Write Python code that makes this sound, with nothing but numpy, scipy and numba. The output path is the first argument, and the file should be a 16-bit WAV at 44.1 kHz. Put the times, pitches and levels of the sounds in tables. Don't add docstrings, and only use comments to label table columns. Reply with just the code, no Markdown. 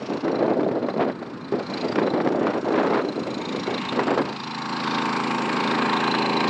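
import sys
import numpy as np
from scipy import signal
from scipy.fft import irfft
from scipy.io import wavfile
from scipy.ndimage import uniform_filter1d
from numba import njit

SR = 44100
rng = np.random.default_rng(int(sys.argv[2]) if len(sys.argv) > 2 else 0)


def file_out(sig):
    cols = np.atleast_2d(sig).T
    lim = np.clip(cols, -1, 1)
    pcm = np.round(lim * 32767).astype(np.int16)
    wavfile.write(sys.argv[1], SR, pcm)


def ratio_of_db(decibels):
    return 10 ** (np.asarray(decibels, float) / 20)


N = 286209

FIRING_HZ = 27.45
# t/s, nearness/dB, valve side facing/dB
APPROACH = [(0, -44, 0), (.45, -45, -2), (.75, -52, 1), (1.1, -52.5, 3), (1.45, -47, -2.5),
            (1.8, -41.5, 3.5), (2.2, -46.5, 0.5), (2.6, -44, -1), (3.05, -42.5, -2.5), (3.5, -41, 1.5),
            (3.9, -34.5, -2.5), (4.35, -38, -2), (4.65, -34, -6), (4.95, -29, -6.5), (5.4, -29.5, -6),
            (5.85, -28, -5.5), (6.15, -28, -6), (6.49, -27, -8)]
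# t/s, lead/cycles
ARRIVAL_LEAD = [(0, 0.21), (.7, 0.2), (1.6, 0.2), (2.4, 0.18), (2.9, 0.19), (3.4, 0.14), (4.05, 0.17),
                (4.6, 0.095), (5.25, 0.1337), (5.85, 0.11), (6.3, 0.11), (6.49, 0.087)]
TAILPIPE_THUMPS = [
    (.18, .95),
    (.52, .8),
    (.8, .35),
]
# multiple of the firing rate, level/dB
MUFFLER_TONES = [(1, -62.5), (2, -54), (3, -44), (4, -30.5), (5, -8), (6, -10.5), (7, -4.5), (8, 1),
                 (9, 2.5), (10, -3.5), (11, -1), (12, -6), (13, -4.5), (14, -2.5), (15, -3), (16, -5),
                 (17, -22), (18, -5.5), (19, -13.5), (20, -31), (21, -8), (22, -18.5)]
# multiple of the firing rate, level/dB
PANEL_TONES = [(27, -11), (28, -10), (29, -7.5), (30, -10), (31, -10), (32, -10.5), (33, -1.5), (35, -9.5),
               (36, -9.5), (37, -8.5), (38, -5.5), (39, -5.5), (40, -10.5), (41, -4.5), (42, -19),
               (48, -11), (57, -19), (58, -12)]
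# f/Hz, width/Hz, level/dB
CASING_MODES = [(442, 200, -19), (777, 110, -6.5), (925, 80, -1), (1072, 150, -1), (1373, 390, -6)]
# f/Hz, width/Hz, level/dB
PANEL_MODES = [(1597, 107, 0), (1820, 450, -9.5), (2303, 290, -7), (2458, 71, 0.5), (2700, 680, -5.5)]
# f/Hz, width/Hz, trim/dB
VALVE_MODES = [(3688, 210, -0.11), (4068, 130, -.1), (4386, 240, -.1), (4750, 220, -0.11),
               (5575, 200, -0.11), (6760, 320, -.1), (7470, 120, -.1)]
VALVE_LEVELS = [-14.5, -14.5, -21.5, -18, -24, -29.5, -30.5]
# t/s, half length/s, f/Hz, lift/dB
VALVE_BEAMS = [(.03, 0.16, 5500, 11), (0.39, 0.18, 4210, 16.5), (0.93, 0.21, 4070, 12),
               (1.434, 0.041, 4050, 13), (1.72, 0.12, 4200, 19.5), (1.78, 0.045, 4670, 16.5),
               (2.1, 0.047, 3900, 12), (2.11, 0.1, 4050, 9), (2.5, 0.04, 3000, 13), (3.17, 0.45, 4050, 11),
               (3.58, 0.42, 3600, 10), (3.8, 0.13, 4050, 10.5), (3.9, 0.024, 3820, 12),
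               (4.55, 0.21, 4070, 10.5), (4.57, 0.43, 4600, 13.5), (2.8, 0.025, 4100, 7),
               (5.37, 0.058, 5630, 13.5), (6.5, 0.17, 4670, -24), (5.677, 0.091, 3840, 18.5),
               (6.4, 0.037, 4100, 5), (5.96, 0.065, 3650, 13.5), (6.314, 0.44, 4030, 13),
               (5.08, 0.25, 5530, 7.5), (4.9, 0.13, 3500, 4), (4.95, 0.23, 3800, 9.5),
               (2.54, 0.82, 5550, 9.5), (6.1, 0.13, 4000, 5), (0.33, 0.11, 5430, 14),
               (5.07, 0.16, 7500, 6.5), (4.1, .12, 7560, 12), (5.3, 0.1, 4470, 8), (5.7, .12, 7100, 4),
               (2.4, .12, 6700, 10), (3.05, .06, 4000, 5), (4.9, .15, 11000, 10), (5.72, 0.089, 7560, 4),
               (5.35, 0.22, 7560, 7.5), (3.4, 0.27, 6700, 13), (2.8, .08, 6100, 12),
               (3.58, 0.18, 5600, 6.5), (5.95, 0.13, 4050, 1.5), (6.9, 0.083, 4050, 5), (2.3, .15, 7360, 3),
               (6.25, 0.09, 5900, 8), (4.45, 0.18, 3700, 8), (4.78, .08, 4450, 8), (4.93, 0.044, 5100, 5.5),
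               (4.6, .2, 5600, 10.5), (1.91, .06, 4700, 13), (4.76, .07, 4000, 7)]
# f/Hz, width/Hz, level/dB
FAN_SLOTS = [(3380, 560, 6.5), (4330, 1220, 10), (5510, 880, -1), (6770, 750, -3), (7580, 600, -5),
             (8490, 760, -10), (9320, 1000, -16), (10530, 1100, -22.5)]
# t/s, half length/s, f/Hz, lift/dB
LOBE_FLARES = [(.1, 0.22, 5850, 13), (1.299, 0.21, 1150, -4), (2.8, 0.19, 1540, 11.5),
               (2.7, 0.45, 7200, 8.5), (3.4, 0.26, 4300, 1.5), (3.53, 0.38, 2260, 10), (3.6, .25, 6000, 0),
               (4.3, 0.13, 4700, 0.5), (5.4, 0.46, 8000, 15), (1.6, .13, 1400, 11), (4.7, 0.17, 7500, 9),
               (6.3, .12, 1150, 2), (6.4, 0.2, 1040, 2.5), (6.28, 0.21, 6800, -3.5),
               (6.41, 0.36, 1330, -13), (1.1, 1.6, 7400, -5), (5.5, 0.65, 8000, -7.5),
               (2.1, .3, 6600, -0.5), (4.2, .25, 7400, -3.5), (2.3, 0.25, 1600, 5), (1.82, .1, 2600, 5.5),
               (3.4, 0.17, 950, 8), (2.9, .4, 5000, 4), (4.85, 0.32, 4350, 5), (5.4, 0.72, 1580, 3.5),
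               (5.7, .2, 6200, 1), (5.4, .5, 10000, 4), (5.9, 0.18, 930, -1.5), (6.2, 0.27, 750, 2.5),
               (3.2, 0.22, 2250, -2), (4.1, .3, 9500, -5.5), (6.2, .35, 7500, 3.5), (4.75, .15, 6630, -5.5),
               (5.97, 0.12, 1030, 5), (4.7, 0.32, 400, -7.5), (6.2, 0.39, 400, 2), (6.2, 0.41, 260, -3),
               (.75, .02, 7500, -10), (6.4, .1, 560, 3), (.3, .4, 9000, -4), (1.4, .2, 750, -4),
               (4.3, 0.22, 830, 4.5), (4.9, .5, 10000, 2.5), (6.2, .4, 1100, -3.5), (5.3, .3, 560, -4.5),
               (6.2, .35, 1200, -2.5), (5.3, 0.13, 1400, -3.5)]
# t/s, length/s, buffet level/dB, brightness/dB
PORT_GUSTS = [(0.079, 0.089, -25, -14), (0.224, 0.16, -21, -14), (0.386, 0.15, -19, -15.5),
              (0.557, 0.13, -20, -29), (0.692, 0.087, -19.5, -17.5), (0.807, 0.042, -22.5, -17),
              (0.866, 0.033, -24, -12), (0.944, 0.11, -21.5, -19.5), (1.208, 0.024, -28, -10),
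              (1.522, 0.023, -20, -16), (1.561, 0.053, -27, -16), (1.679, 0.2, -30.5, -8),
              (1.819, 0.085, -23, -26), (2.448, 0.036, -21.5, -5.5), (1.938, 0.17, -20, -15.5),
              (2.121, 0.069, -20.5, -12), (2.195, 0.012, -19, -8), (2.228, 0.26, -21, -17.5),
              (2.526, 0.054, -22, -11), (2.646, 0.086, -21.5, -12), (2.72, 0.28, -21, -6.5),
              (3.018, 0.08, -25.5, -19), (3.142, 0.15, -27.5, -40), (3.362, 0.21, -32.5, -25),
              (3.654, 0.1, -26.5, -10), (0.998, 0.021, -23, 0.5), (3.913, 0.12, -25, -19),
              (4.065, 0.068, -20.5, -7), (4.152, 0.061, -21.5, -15.5), (4.227, 0.079, -30.5, -7.5),
              (0, 0.042, -31, -26), (0.583, 0.012, -29, -7), (0.62, 0.012, -26, -13),
              (1.02, 0.032, -28.5, -13), (1.063, 0.038, -21.5, -12), (1.971, 0.032, -25.5, 0.5),
              (2.053, 0.011, -28, -8), (2.25, 0.015, -28, -3), (2.393, .05, -25.5, -9),
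              (2.496, 0.022, -26.5, -2), (2.75, 0.038, -24, -1), (2.842, 0.016, -30, -11),
              (2.92, 0.031, -26, 1), (3.53, 0.047, -28, -17), (3.963, 0.053, -23, -5.5),
              (4.103, 0.027, -26.5, -9), (4.175, 0.016, -23, -2.5), (3.266, 0.07, -39, -23),
              (1.258, .012, -35, -16), (3.305, 0.023, -29, -22)]
# t/s, level/dB
LEE_STIR = [(4.4, -60), (4.7, -46), (4.9, -37.5), (5.15, -38.5), (5.35, -32.5), (5.5, -32.5), (5.7, -31),
            (5.86, -29), (5.95, -39), (6.25, -32), (6.49, -35)]
# f/Hz, width/Hz, level/dB
EDDY_MODES = [(168.4, 143, -14.5), (250, 105, -0.5), (359, 163, 1), (548, 274, -4), (770, 303, -9)]
# f/Hz, width/Hz, level/dB
RUSH_MODES = [(836, 437, 1.5), (1350, 940, -5.5), (2250, 1050, -10), (4180, 2300, -24.5)]
# t/s, peak level/dB, f/Hz, torn air/dB
SWING_SLAPS = [(0.02, -22, 527, -22), (0.044, -24, 598, -24), (0.068, -28, 250, -17),
               (0.098, -20, 277, -23), (0.171, -25, 409, -14), (0.248, -18.5, 315, -8),
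               (0.279, -14.5, 395, -12), (0.329, -16, 543, -24), (0.358, -22, 398, -14),
               (0.384, -22, 232, -14), (0.426, -8, 487, -26), (0.479, -24, 394, -3), (0.537, -16, 320, -18),
               (0.603, -14, 401, -16.5), (0.631, -11, 417, -17), (0.686, -14.5, 490, -17),
               (0.712, -19, 255, -17), (0.819, -22, 460, -18), (0.885, -11.5, 517, -15.5),
               (0.94, -17.5, 519, -14.5), (0.962, -29, 353, -16), (0.98, -24, 447, -6),
               (0.994, -9, 670, -15.5), (1.06, -28, 290, -18), (1.098, -16.5, 312, -17),
               (1.143, -35, 216, -8), (1.366, -29, 207, -21), (1.522, -12, 382, -16), (1.595, -22, 272, -7),
               (1.746, -16, 320, -18)]
# t/s, peak level/dB, f/Hz, torn air/dB
STEP_SLAPS = [(1.91, -28, 315, -9), (1.924, -20, 248, -7.5), (1.956, -13, 361, -8),
              (1.981, -12.5, 320, -19), (2.016, -13, 390, -15), (2.079, -11, 475, -15.5),
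              (2.136, -12.5, 272, -20), (2.246, -15, 331, -21), (2.262, -10.5, 524, -23),
              (2.273, -10, 347, -14), (2.321, -24, 304, -6.5), (2.41, -16, 270, -17),
              (2.468, -21, 310, -12), (2.533, -21, 323, -15), (2.629, -19.5, 342, -15),
              (2.642, -17, 284, -21), (2.678, -12, 730, -28), (2.705, -14, 463, -13.5),
              (2.736, -20, 280, -14), (2.777, -12, 344, -19), (2.843, -11, 546, -20),
              (3.047, -20, 339, -16), (3.178, -14.5, 420, -21), (3.217, -19, 220, -19),
              (3.369, -22, 297, -19), (3.548, -17.5, 470, -15), (3.586, -26, 427, -13),
              (3.658, -32, 304, -4), (3.677, -14, 350, -14), (3.988, -12, 424, -14), (4.069, -17, 374, -14),
              (4.175, -11, 470, -6.5), (4.256, -22, 326, -9)]
# t/s, peak level/dB, f/Hz, rush burst/dB
CASING_KNOCKS = [
    (5.162, -14, 1130, -25),
    (5.201, -10, 1130, -27),
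    (5.274, -18, 1080, -25),
    (5.307, -11, 1150, -26),
    (6.08, -7, 1060, -20),
    (6.14, -12.5, 1020, -6),
]
# t/s, peak level/dB
MESH_TEARS = [(0.5945, -24), (0.6414, -35), (0.711, -33), (1.0765, -31), (1.9195, -29), (1.986, -22),
              (2.073, -21), (2.201, -26), (2.2717, -27), (2.2894, -30), (2.4683, -19), (2.504, -35),
              (2.645, -27), (2.8144, -28), (2.9753, -23), (3.9918, -17), (4.0816, -18.5), (4.1111, -20),
              (4.1805, -16.5), (4.2194, -25)]
# t/s, half length/s, level/dB
FLOW_STALLS = [(0.225, 0.0105, -6), (0.266, 0.006, -3), (0.319, 0.013, -4.5), (0.383, 0.014, -3.5),
               (0.471, 0.0051, -9), (0.547, 0.0068, -5), (0.628, 0.0046, -6), (0.657, 0.007, -3),
               (0.705, 0.0047, -8), (0.739, 0.016, -5.5), (0.8, 0.01, -2), (0.858, 0.0015, -6),
               (0.883, 0.015, -2.5), (0.934, 0.0132, -7), (0.949, 0.004, -3), (1.046, 0.0051, -1.5),
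               (1.114, 0.0033, -4), (1.134, 0.0149, -5), (1.247, 0.0093, -8), (1.51, 0.0146, -5),
               (1.817, 0.0097, -3), (1.884, 0.0099, -11), (1.942, 0.0109, -2), (2.005, 0.0068, -8),
               (2.05, 0.0124, -0.5), (2.09, 0.0012, -5), (2.099, 0.0125, -6.5), (2.227, 0.013, -6.5),
               (2.238, 0.0023, 3), (2.297, 0.0048, -8), (2.335, 0.003, -10), (2.405, 0.0058, -6),
               (2.456, 0.0045, -2), (2.522, 0.0103, -4), (2.61, 0.0027, -8), (2.624, 0.004, -7),
               (2.638, 0.0029, -5), (2.698, 0.0063, -3), (2.765, 0.0036, -3.5), (2.825, 0.003, -6),
               (2.889, 0.0036, -8), (3.031, 0.0049, -4), (3.194, 0.0031, -7), (3.248, 0.0124, -8),
               (3.652, 0.014, -5), (3.903, 0.0107, -4), (3.96, 0.0063, -2), (4.008, 0.0027, -7),
               (4.04, 0.0045, -9), (4.048, 0.0098, -4), (4.167, 0.015, -2), (4.23, 0.0066, -6)]
# t/s, level/dB
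STEADY_AIR = [
    (0, -36.5),
    (1.3, -38),
    (3.3, -35),
    (4.2, -35),
    (4.5, -45),
    (6.49, -43),
]
# f/Hz, width/Hz, level/dB
GRASS_MODES = [(72, 100, -3.5), (130, 225, -4.5), (250, 120, 5), (1150, 550, -12)]


def generator():
    near_db, facing_db = curves(APPROACH)
    turns = 2 + FIRING_HZ * np.arange(N) / SR + curves(ARRIVAL_LEAD)[0]
    flat_at_db = -25.5
    closer_db = near_db - flat_at_db
    tilt_db = 0.71 * np.maximum(closer_db, -10)
    shell_db = flat_at_db + 1.5 + 1.2762 * closer_db
    thump = ratio_of_db(near_db) * exhaust(turns, tilt_db)
    rattle = ratio_of_db(shell_db) * casing(turns, panel_db=4 + 0.65 * facing_db)
    chatter = ratio_of_db(near_db + facing_db) * (valves(turns) + ratio_of_db(-7) * fan(turns))
    return thump + rattle + chatter


def exhaust(turns, tilt_db):
    out = 0
    for k, db in MUFFLER_TONES:
        pulses = sum(size * np.exp(-2j * np.pi * k * at) for at, size in TAILPIPE_THUMPS)
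        timing = np.angle(pulses)
        smear = .045 * (k - 9) ** 2
        level = ratio_of_db(db + tilt_db * np.log2(k / 7) + flare_db(k * FIRING_HZ) + 0.54 * walk(9.0))
        out = out + level * np.cos(2 * np.pi * k * turns + timing - smear + .05 * walk(12))
    return unit(out)


def casing(turns, panel_db):
    swell = gate(turns, .93, .1, -3.5, 1.8) + ratio_of_db(-5) * gate(turns, .6, .05, -40, 4.0)
    pattern = irfft(np.exp(2j * np.pi * rng.random(129)))
    clatter = np.interp(turns % 1, np.linspace(0, 1, len(pattern)), pattern)
    loose = body(noise() * swell, CASING_MODES, lobes=True)
    locked = body(clatter * np.sqrt(swell), CASING_MODES[1:], wander_db=1.5, lobes=True)
    panels = body(noise() * swell, PANEL_MODES, wander_db=2.14, lobes=True)
    return unit(loose + ratio_of_db(-3) * locked) + ratio_of_db(-3.5) * hum(turns) + ratio_of_db(panel_db - 4.5) * panels


def hum(turns):
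    out = 0
    for k, db in PANEL_TONES:
        level = ratio_of_db(db + 1.6 * walk(5.7) + flare_db(k * FIRING_HZ))
        out = out + level * np.cos(2 * np.pi * (k * turns + rng.random()) + 0.12 * walk(8))
    return unit(out)


def valves(turns):
    out, t = 0, np.arange(N) / SR
    for db, mode in zip(VALVE_LEVELS, VALVE_MODES):
        ticks = noise() * gate(turns, .9, .11, -20, 1.4)
        beam_db = 0
        for s, half_s, hz, lift_db in VALVE_BEAMS:
            off_pitch = (hz - mode[0]) / 220
            beam_db = beam_db + lift_db * np.exp(-((t - s) / half_s) ** 2 - off_pitch ** 2)
        level = ratio_of_db(db + beam_db + .8 * walk(14))
        out = out + level * body(ticks, [mode], 1 + .006 * walk(30))
    return out


def fan(turns):
    out = 0
    for hz, width, db in FAN_SLOTS:
        rest_db = -2.5 + 0.45 * (hz / 1000 - 4)
        air = noise() * gate(turns, .91, 0.16, rest_db, 4.3)
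        slot = body(air, [(hz, 1.67 * width, db)])
        slot = body(slot, [(hz, 1.55 * width, db)], 0.97, 1.4)
        out = out + ratio_of_db(db + flare_db(hz)) * np.sqrt(width) * slot
    return unit(out)


def gate(turns, at, width, rest_db, scatter_db):
    shifted = turns - at + .5
    strength = ratio_of_db(scatter_db * rng.standard_normal(400))[shifted.astype(int)]
    since = shifted % 1 - .5
    spread = np.where(since < 0, .55 * width, 1.4 * width)
    return ratio_of_db(rest_db) + strength * np.exp(-.5 * (since / spread) ** 2)


def flare_db(hz):
    t = np.arange(0, N, 64) / SR
    lift = 0
    for s, half_s, at_hz, db in LOBE_FLARES:
        off_pitch = np.log2(hz / at_hz) / 0.14
        lift = lift + db * np.exp(-((t - s) / half_s) ** 2 - off_pitch ** 2)
    return np.repeat(lift, 64)[:N]


def wind():
    buffet, bright = buffeting()
    ragged_db = 0.41 * walk(30) + 2.7 * walk(80) + 3.1 * walk(280)
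    ragged_db = 4.5 * np.tanh(ragged_db / 4.5)
    low = evened(body(noise() * ratio_of_db(ragged_db), EDDY_MODES))
    rush = evened(body(noise() * ratio_of_db(1.3 * ragged_db + .8 * walk(40)), RUSH_MODES))
    chance, size = rng.random((2, N))
    snaps = (chance < 350 / SR) * ratio_of_db(-3.5 * np.log(size + .04)) * np.sign(noise())
    crackle = ratio_of_db(-6) * body(snaps, RUSH_MODES)
    thuds = ratio_of_db(-8) * body(snaps * (chance < 110 / SR), EDDY_MODES)
    bright_air = lowpass(2, 4530, rush + crackle)
    out = ratio_of_db(-2.0) * (buffet * low + bright * bright_air) + buffet * thuds
    out = out * hush()
    add_slaps(out, rush)
    add_tears(out, rush)
    return lowpass(4, 7500, out)


def buffeting():
    t = np.arange(N) / SR
    stir = (t > LEE_STIR[0][0]) * ratio_of_db(curves(LEE_STIR)[0] + 0.55 * walk(4.02))
    lull = ratio_of_db(-40 + curves(STEADY_AIR)[0] - STEADY_AIR[2][1])
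    low = lull + stir
    rush = lull * ratio_of_db(-10.5) + stir * ratio_of_db(-10)
    for s, length_s, db, bright_db in PORT_GUSTS:
        sag_db = 0.5 * np.clip((t - s) / length_s - .5, -1, 1)
        gust = ratio_of_db(db + sag_db) * swell_of(s, length_s, attack_s=0.015, release_s=0.023)
        low = np.hypot(low, gust)
        rush = np.hypot(rush, gust * ratio_of_db(bright_db))
    return low, rush


def swell_of(start_s, length_s, attack_s, release_s):
    t = np.arange(N) / SR - start_s
    return np.clip(t / attack_s, 0, 1) * np.exp(-np.maximum(t - length_s, 0) / release_s)


def evened(x):
    power = uniform_filter1d(x ** 2, int(.014 * SR))
    return unit(x / (power + .01) ** (.8 / 2))


def hush():
    dip = np.zeros(N)
    ramp = np.linspace(0, 1, int(0.0061 * SR)) ** .5
    for s, *_ in SWING_SLAPS + STEP_SLAPS:
        i = int(s * SR)
        dip[i - len(ramp):i] = ramp
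    t = np.arange(0, N, 16) / SR
    stall_db = sum(db * np.exp(-((t - s) / half_s) ** 2) for s, half_s, db in FLOW_STALLS)
    return ratio_of_db(-9 * uniform_filter1d(dip, size=40) + np.repeat(stall_db, 16)[:N])


def add_slaps(out, rush):
    t = np.arange(2000) / SR
    torn_shape = np.minimum(t / 0.00067, 1) * np.exp(-t / 0.0058)
    for s, peak_db, hz, torn_db in SWING_SLAPS + STEP_SLAPS + CASING_KNOCKS:
        i = int(s * SR)
        edge = (1 - np.exp(-t / 0.00031)) ** 2
        ring = np.sin(2 * np.pi * hz * t) * edge * np.exp(-t * hz / 1.58)
        out[i:i + len(t)] += ratio_of_db(peak_db + 2.5) * ring
        out[i:i + len(t)] += ratio_of_db(peak_db + torn_db) * rush[i:i + len(t)] * torn_shape


def add_tears(out, rush):
    t = np.arange(2000) / SR
    tear_s = 0.0017
    shape = (t / tear_s) * np.exp(1 - t / tear_s)
    for s, peak_db in MESH_TEARS:
        i = int(s * SR)
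        out[i:i + len(t)] += ratio_of_db(peak_db - 5) * rush[i:i + len(t)] * shape


def grass():
    return ratio_of_db(curves(STEADY_AIR)[0] + 1.0 * walk(1.6)) * body(noise(), GRASS_MODES)


def body(x, modes, drift=0.98, wander_db=0., lobes=False):
    out = 0
    for n, (hz, width, db) in enumerate(modes):
        g = np.tan(np.pi * hz * drift / SR) * np.ones(N)
        k = 1.52 * width / hz
        level = ratio_of_db(db + wander_db * walk(4) + lobes * flare_db(hz))
        out = out + (-1) ** n * level * svf(svf(x, g, k), g, k)
    return unit(out)


@njit
def svf(x, g, k):
    y, b, l = np.empty(len(x)), 0., 0.
    for i in range(len(x)):
        v = (b + g[i] * (x[i] - l)) / (1 + g[i] * (g[i] + k))
        b = 2 * v - b
        l = l + 2 * g[i] * v
        y[i] = k * v
    return y


def lowpass(order, hz, x):
    return signal.sosfilt(signal.butter(order, hz, fs=SR, output="sos"), x)


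def walk(rate):
    k = int(SR / rate)
    held = np.repeat(rng.standard_normal(N // k + 1), k)
    return unit(uniform_filter1d(uniform_filter1d(held, k), k // 2)[:N])


def noise():
    return rng.standard_normal(N)


def curves(rows):
    s, *columns = np.transpose(rows)
    return [np.interp(np.arange(N) / SR, s, c) for c in columns]


def unit(x):
    return x / np.sqrt(np.mean(x ** 2))


def scene():
    return (generator() + wind() + grass())[None]


def low_pass(x):
    return signal.sosfilt(signal.butter(12, 12300, fs=SR, output="sos"), x)


def record(dry):
    x = np.tanh(2.2 * dry) / 2.2
    x = signal.sosfilt(signal.butter(4, 105, "high", fs=SR, output="sos"), x)
    x = lowpass(5, 9800, x)
    return low_pass(x)


dry = scene()
out = record(dry)
file_out(out)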